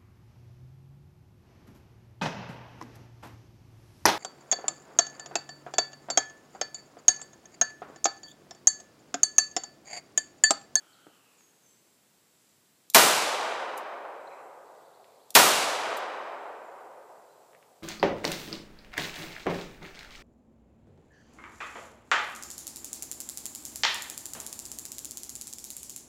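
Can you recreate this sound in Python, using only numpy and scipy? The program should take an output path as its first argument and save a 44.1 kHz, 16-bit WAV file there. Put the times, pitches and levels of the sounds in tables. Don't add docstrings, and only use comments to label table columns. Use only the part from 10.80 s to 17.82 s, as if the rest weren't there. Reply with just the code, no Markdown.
import sys
import numpy as np
from scipy import signal
from scipy.io import wavfile
from scipy.ndimage import uniform_filter1d

SR = 44100
rng = np.random.default_rng(int(sys.argv[2]) if len(sys.argv) > 2 else 0)


def transcribe(u):
    v = np.clip(np.atleast_2d(u).T, -1, 1)
    q = np.round(v * 32767).astype(np.int16)
    wavfile.write(sys.argv[1], SR, q)


N = 309790
ECHO_SAMPLES = 4 * SR

# (time [s], blast level [dB], level of the hammer and firing cap [dB])
SHOTS = [(2.1461, -2, -27.5), (4.5510, -2.5, -31)]


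def shots(shared_echo=.76, slap_hz=950, slap_width_hz=700):
    out = np.zeros(N)
    trees = rng.standard_normal((4, ECHO_SAMPLES))
    slaps = trunk_echoes()
    grain_db = .45 * drift(260, ECHO_SAMPLES)
    roll_db = .18 * drift(16, ECHO_SAMPLES)
    for start, db, _ in SHOTS:
        moving_air = rng.standard_normal(trees.shape)
        scatter = np.sqrt(shared_echo) * trees + np.sqrt(1 - shared_echo) * moving_air
        bang = forest_echo(from_db(grain_db + roll_db) * scatter)
        add(bang, 0, muzzle_blast())
        for delay, echo_db in slaps:
            add(bang, delay, from_db(echo_db) * knock(slap_hz, slap_width_hz))
        add(out, start, from_db(db) * bang)
    return out


def muzzle_blast():
    # (frequency [Hz], relative level per octave [dB], fade time [s])
    gas_jet = [(60, -36, .11), (150, -17, 0.15), (350, -3.5, 0.055), (800, -2.5, 0.063), (1980, 1.5, 0.16),
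               (5000, 3, 0.1), (13000, 4, 0.086)]
    t = np.arange(SR // 2) / SR
    noise = rng.standard_normal((2, len(t)))
    return sum(band * fade(t, t60) for band, t60 in bands(gas_jet, noise))


def trunk_echoes(count=4, first_s=.115, spacing_s=.035, first_db=-3):
    # (delay [s], relative peak level [dB])
    near_slaps = [(.0118, 5), (.0164, 10.5), (.0239, 15.5), (.0492, 6), (.0811, -3.5)]
    delays = first_s + spacing_s * (np.arange(count) + .5 * rng.random(count))
    levels_db = first_db - 20 * np.log10(delays / first_s)
    return near_slaps + list(zip(delays, levels_db))


def forest_echo(scatter, near_rise_s=.006, far_rise_s=.04):
    # (frequency [Hz], relative level per octave [dB], fade time [s])
    undergrowth = [(45, -62, .3), (95, -33, .45), (140, -24, 0.54), (194, -16, 0.57), (360, -16, 0.74),
                   (700, -2, .5), (1300, -3, 0.61), (2520, -8, 0.6), (5500, -1, 0.35), (13000, -4.5, 0.33)]
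    # (frequency [Hz], relative level per octave [dB], fade time [s])
    deep_forest = [(40, -59, 1.3), (100, -38.5, 1.2), (200, -34, 1.3), (300, -31.5, 2.9),
                   (436, -24.5, 3.82), (650, -16, 3.43), (1100, -13.5, 2.76), (1840, -16, 2.204),
                   (2980, -9.5, 1.414), (5000, -8.5, 1.106), (8000, -5, 0.86), (11000, -7, .7),
                   (14500, -8, .52)]
    t = np.arange(ECHO_SAMPLES) / SR
    near = sum(band * fade(t, t60) for band, t60 in bands(undergrowth, scatter[:2]))
    far = sum(band * fade(t, t60) for band, t60 in bands(deep_forest, scatter[2:]))
    return near * (1 - np.exp(-t / near_rise_s)) + far * (1 - np.exp(-t / far_rise_s))


def gun_clicks(ring_db=-22):
    # (time before the blast [s], relative level [dB], lowest frequency [Hz], fade time [s])
    firing = [(.0458, 0, 3500, .012), (0.0088, -5.5, 3200, .021), (.0045, -3, 2500, 0.039)]
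    # (time [s], level [dB])
    cocks = [(2.9728, -31), (5.1677, -31)]
    # (delay [s], relative level [dB], lowest frequency [Hz], fade time [s])
    catches = [(0, -2.5, 9500, .012), (.0038, 0, 4800, 0.03)]
    # (pitch [Hz], relative level [dB], fade time [s])
    frame_tones = [(2830, -14, .04), (3920, -6.5, 0.05), (6700, -6, .04), (7200, -6, .05), (10000, -2, .06),
                   (11700, -6.5, .04), (12600, -8, .05)]
    out, t = np.zeros(N), np.arange(SR // 8) / SR
    clicks = [(start - lead, db + part_db, low_hz, t60)
              for start, _, db in SHOTS for lead, part_db, low_hz, t60 in firing]
    clicks += [(start + delay, db + part_db, low_hz, t60)
               for start, db in cocks for delay, part_db, low_hz, t60 in catches]
    for start, db, low_hz, t60 in clicks:
        hiss = butter(rng.standard_normal(len(t)), low_hz, "high", order=6)
        crack = rms_one(hiss) * fade(t, t60)
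        ring = sum(from_db(tone_db + rng.normal(0, 2)) * np.sin(2 * np.pi * hz * t) * fade(t, ring_s)
                   for hz, tone_db, ring_s in frame_tones)
        add(out, start, from_db(db) * (crack + from_db(ring_db) * ring))
    return among_trees(out, echo_db=-9, t60=.1)


def steps_and_bump():
    # (time [s], level before muffling [dB], pitch [Hz], width in pitch [Hz])
    small_knocks = [(0.2669, -38, 430, 420), (.2690, -47, 1490, 500), (0.272, -50, 210, 110),
                    (0.3006, -50, 645, 300), (.608, -51, 1710, 1500), (4.244, -44, 2800, 1800),
                    (5.082, -43, 90, 170), (6.732, -46, 1880, 1128), (6.749, -41.5, 1930, 600),
                    (6.8273, -44.5, 2300, 1300)]
    out = np.zeros(N)
    for start, db, hz, width_hz in small_knocks:
        muffled = butter(knock(hz, width_hz), 2 * hz, "low")
        add(out, start, from_db(db) * muffled)
    return among_trees(out, echo_db=-5, t60=.14)


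def birds():
    # (time [s], length [s], start pitch [Hz], end pitch [Hz], level [dB], relative echo [dB])
    chirps = [(.125, 0.022, 4750, 3500, -62, 1.5), (.57, 0.064, 6900, 6300, -70, 10),
              (.815, .05, 6450, 6040, -71, 11), (.85, 0.075, 7200, 8000, -71, 7),
              (3.472, 0.0085, 3800, 4300, -50, -4), (3.495, .04, 2800, 1900, -66, 15),
              (4.27, .04, 2740, 1852, -80, 12), (5.83, .05, 7360, 7000, -71, 3),
              (6.485, 0.039, 3900, 4200, -73, 3)]
    out = np.zeros(N)
    for start, length, start_hz, end_hz, db, echo_db in chirps + bird_song():
        progress = np.linspace(0, 1, int(length * SR))
        hz = start_hz + (end_hz - start_hz) * progress
        swell = np.sqrt(4 * progress * (1 - progress))
        note = swell * np.sin(2 * np.pi * np.cumsum(hz) / SR)
        add(out, start, from_db(db) * among_trees(np.pad(note, (0, SR)), echo_db, t60=.8))
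    return out


def bird_song(count=7, start_s=3.838, every_s=.092, note_s=.052, from_hz=3100, to_hz=5100, echo_db=6):
    notes = []
    for k, (pitch, strength) in enumerate(rng.standard_normal((count, 2))):
        tuning = 1 + .03 * pitch
        db = -72 + 2 * strength
        notes.append((start_s + k * every_s, note_s, from_hz * tuning, to_hz * tuning, db, echo_db))
    return notes


def far_cry(level_db=-66.5, peak_s=.24, end_s=.56, lower_hz=1390, upper_hz=3120):
    t = np.arange(N) / SR
    before, after = np.maximum(peak_s - t, 0), np.maximum(t - peak_s, 0)
    swell = from_db(level_db - 18 * before)
    sag = 2 ** (-.8 * after)
    lower = from_db(-33 * after) * noise_band(lower_hz * sag, width_hz=260)
    upper = from_db(-3 - 11 * after) * noise_band(upper_hz * sag, width_hz=380)
    dying_echo = fade(np.maximum(t - end_s, 0), t60=.8)
    return swell * dying_echo * (lower + upper)


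def rustle(level_db=-66, low_hz=170, high_hz=750):
    noise = butter(rng.standard_normal(N), low_hz, "high")
    noise = rms_one(butter(noise, high_hz, "low", order=1))
    flutter = from_db(level_db + drift(24, N))
    return flutter * noise * fade(np.arange(N) / SR, t60=6.7)


def insects(level_db=-75.5, waver_db=1.7, shrill_hz=7620, hiss_hz=(3800, 7500)):
    waver = from_db(level_db + waver_db * drift(10, N))
    hiss = rms_one(butter(rng.standard_normal(N), hiss_hz, "band"))
    shrill = noise_band(shrill_hz, width_hz=800)
    return waver * (shrill + from_db(-2) * hiss)


def still_air():
    # (frequency [Hz], level per octave [dB])
    hush = [(30, -91), (70, -90), (120, -77.5), (220, -74.5), (400, -75.5), (800, -77.5), (1600, -76.5),
            (3000, -74.5), (6000, -73.5), (10000, -70), (14000, -72.5)]
    return sum(band for band, in bands(hush, rng.standard_normal((2, N))))


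def among_trees(x, echo_db, t60):
    echo = rng.standard_normal(SR) * fade(np.arange(SR) / SR, t60)
    echo /= np.linalg.norm(echo)
    return x + from_db(echo_db) * signal.fftconvolve(x, echo)[:len(x)]


def knock(hz, width_hz):
    t = np.arange(SR // 20) / SR
    swing = np.sin(2 * np.pi * hz * t) * np.exp(-np.pi * width_hz * t)
    swing = butter(swing, hz / 2, "high")
    return swing / np.abs(swing).max()


def noise_band(hz, width_hz):
    wobble = butter(rng.standard_normal((2, N)), width_hz / 2, "low")
    tone = np.exp(2j * np.pi * np.cumsum(hz * np.ones(N)) / SR)
    return rms_one(((wobble[0] + 1j * wobble[1]) * tone).real)


def bands(table, noises):
    table_hz, *columns = np.array(table, float).T
    edges = 1000 * 2 ** (np.arange(-15, 13) / 3)
    for k, (low, high) in enumerate(zip(edges, edges[1:])):
        log_centre = np.log(low * high) / 2
        db, *rest = [np.interp(log_centre, np.log(table_hz), column) for column in columns]
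        band = rms_one(butter(noises[k % 2], [low, high], "band"))
        yield from_db(db) * np.sqrt(np.log2(high / low)) * band, *rest


def drift(rate, size):
    points = rng.standard_normal(size // 16)
    return rms_one(np.interp(np.arange(size) * rate / SR, np.arange(len(points)), points))


def butter(x, hz, kind, order=2):
    sections = signal.butter(order, np.clip(hz, 10, .45 * SR), kind, fs=SR, output="sos")
    return signal.sosfilt(sections, x)


def fade(t, t60):
    return np.exp(-np.log(1000) * t / t60)


def from_db(db):
    return 10 ** (np.asarray(db) / 20)


def rms_one(x):
    return x / np.sqrt(np.mean(x ** 2) + 1e-20)


def add(out, start_s, sound):
    i = max(0, round(start_s * SR))
    out[i:i + len(sound)] += sound[:max(0, len(out) - i)]


def scene():
    revolver = shots() + gun_clicks()
    background = steps_and_bump() + birds() + far_cry() + insects() + still_air() + rustle()
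    return (revolver + background)[None]


def gain_control(x, threshold_db=-6, attack_s=.00046, release_s=1):
    power = np.maximum(uniform_filter1d(x ** 2, size=300), 0)
    level_db = 10 * np.log10(power + 1e-12)
    excess_db = np.maximum(level_db - threshold_db, 1e-6)
    recovery = np.arange(N) / SR / release_s
    held_db = np.exp(np.maximum.accumulate(np.log(excess_db) + recovery) - recovery)
    smoothing = np.exp(-1 / (attack_s * SR))
    cut_db = signal.lfilter([1 - smoothing], [1, -smoothing], held_db)
    return x * from_db(-cut_db)


def overload(x, ceiling):
    return x / (1 + (x / ceiling) ** 8) ** .125


def record(dry, low_cut_hz=100, high_cut_hz=15250):
    high_cut = signal.ellip(10, .1, 70, high_cut_hz, fs=SR, output="sos")
    x = overload(gain_control(dry[0]), ceiling=.54)
    x = signal.sosfilt(high_cut, butter(x, low_cut_hz, "high"))
    x = overload(x, ceiling=.66)
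    return signal.sosfiltfilt(high_cut, x)[None]


dry = scene()
out = record(dry)
transcribe(out)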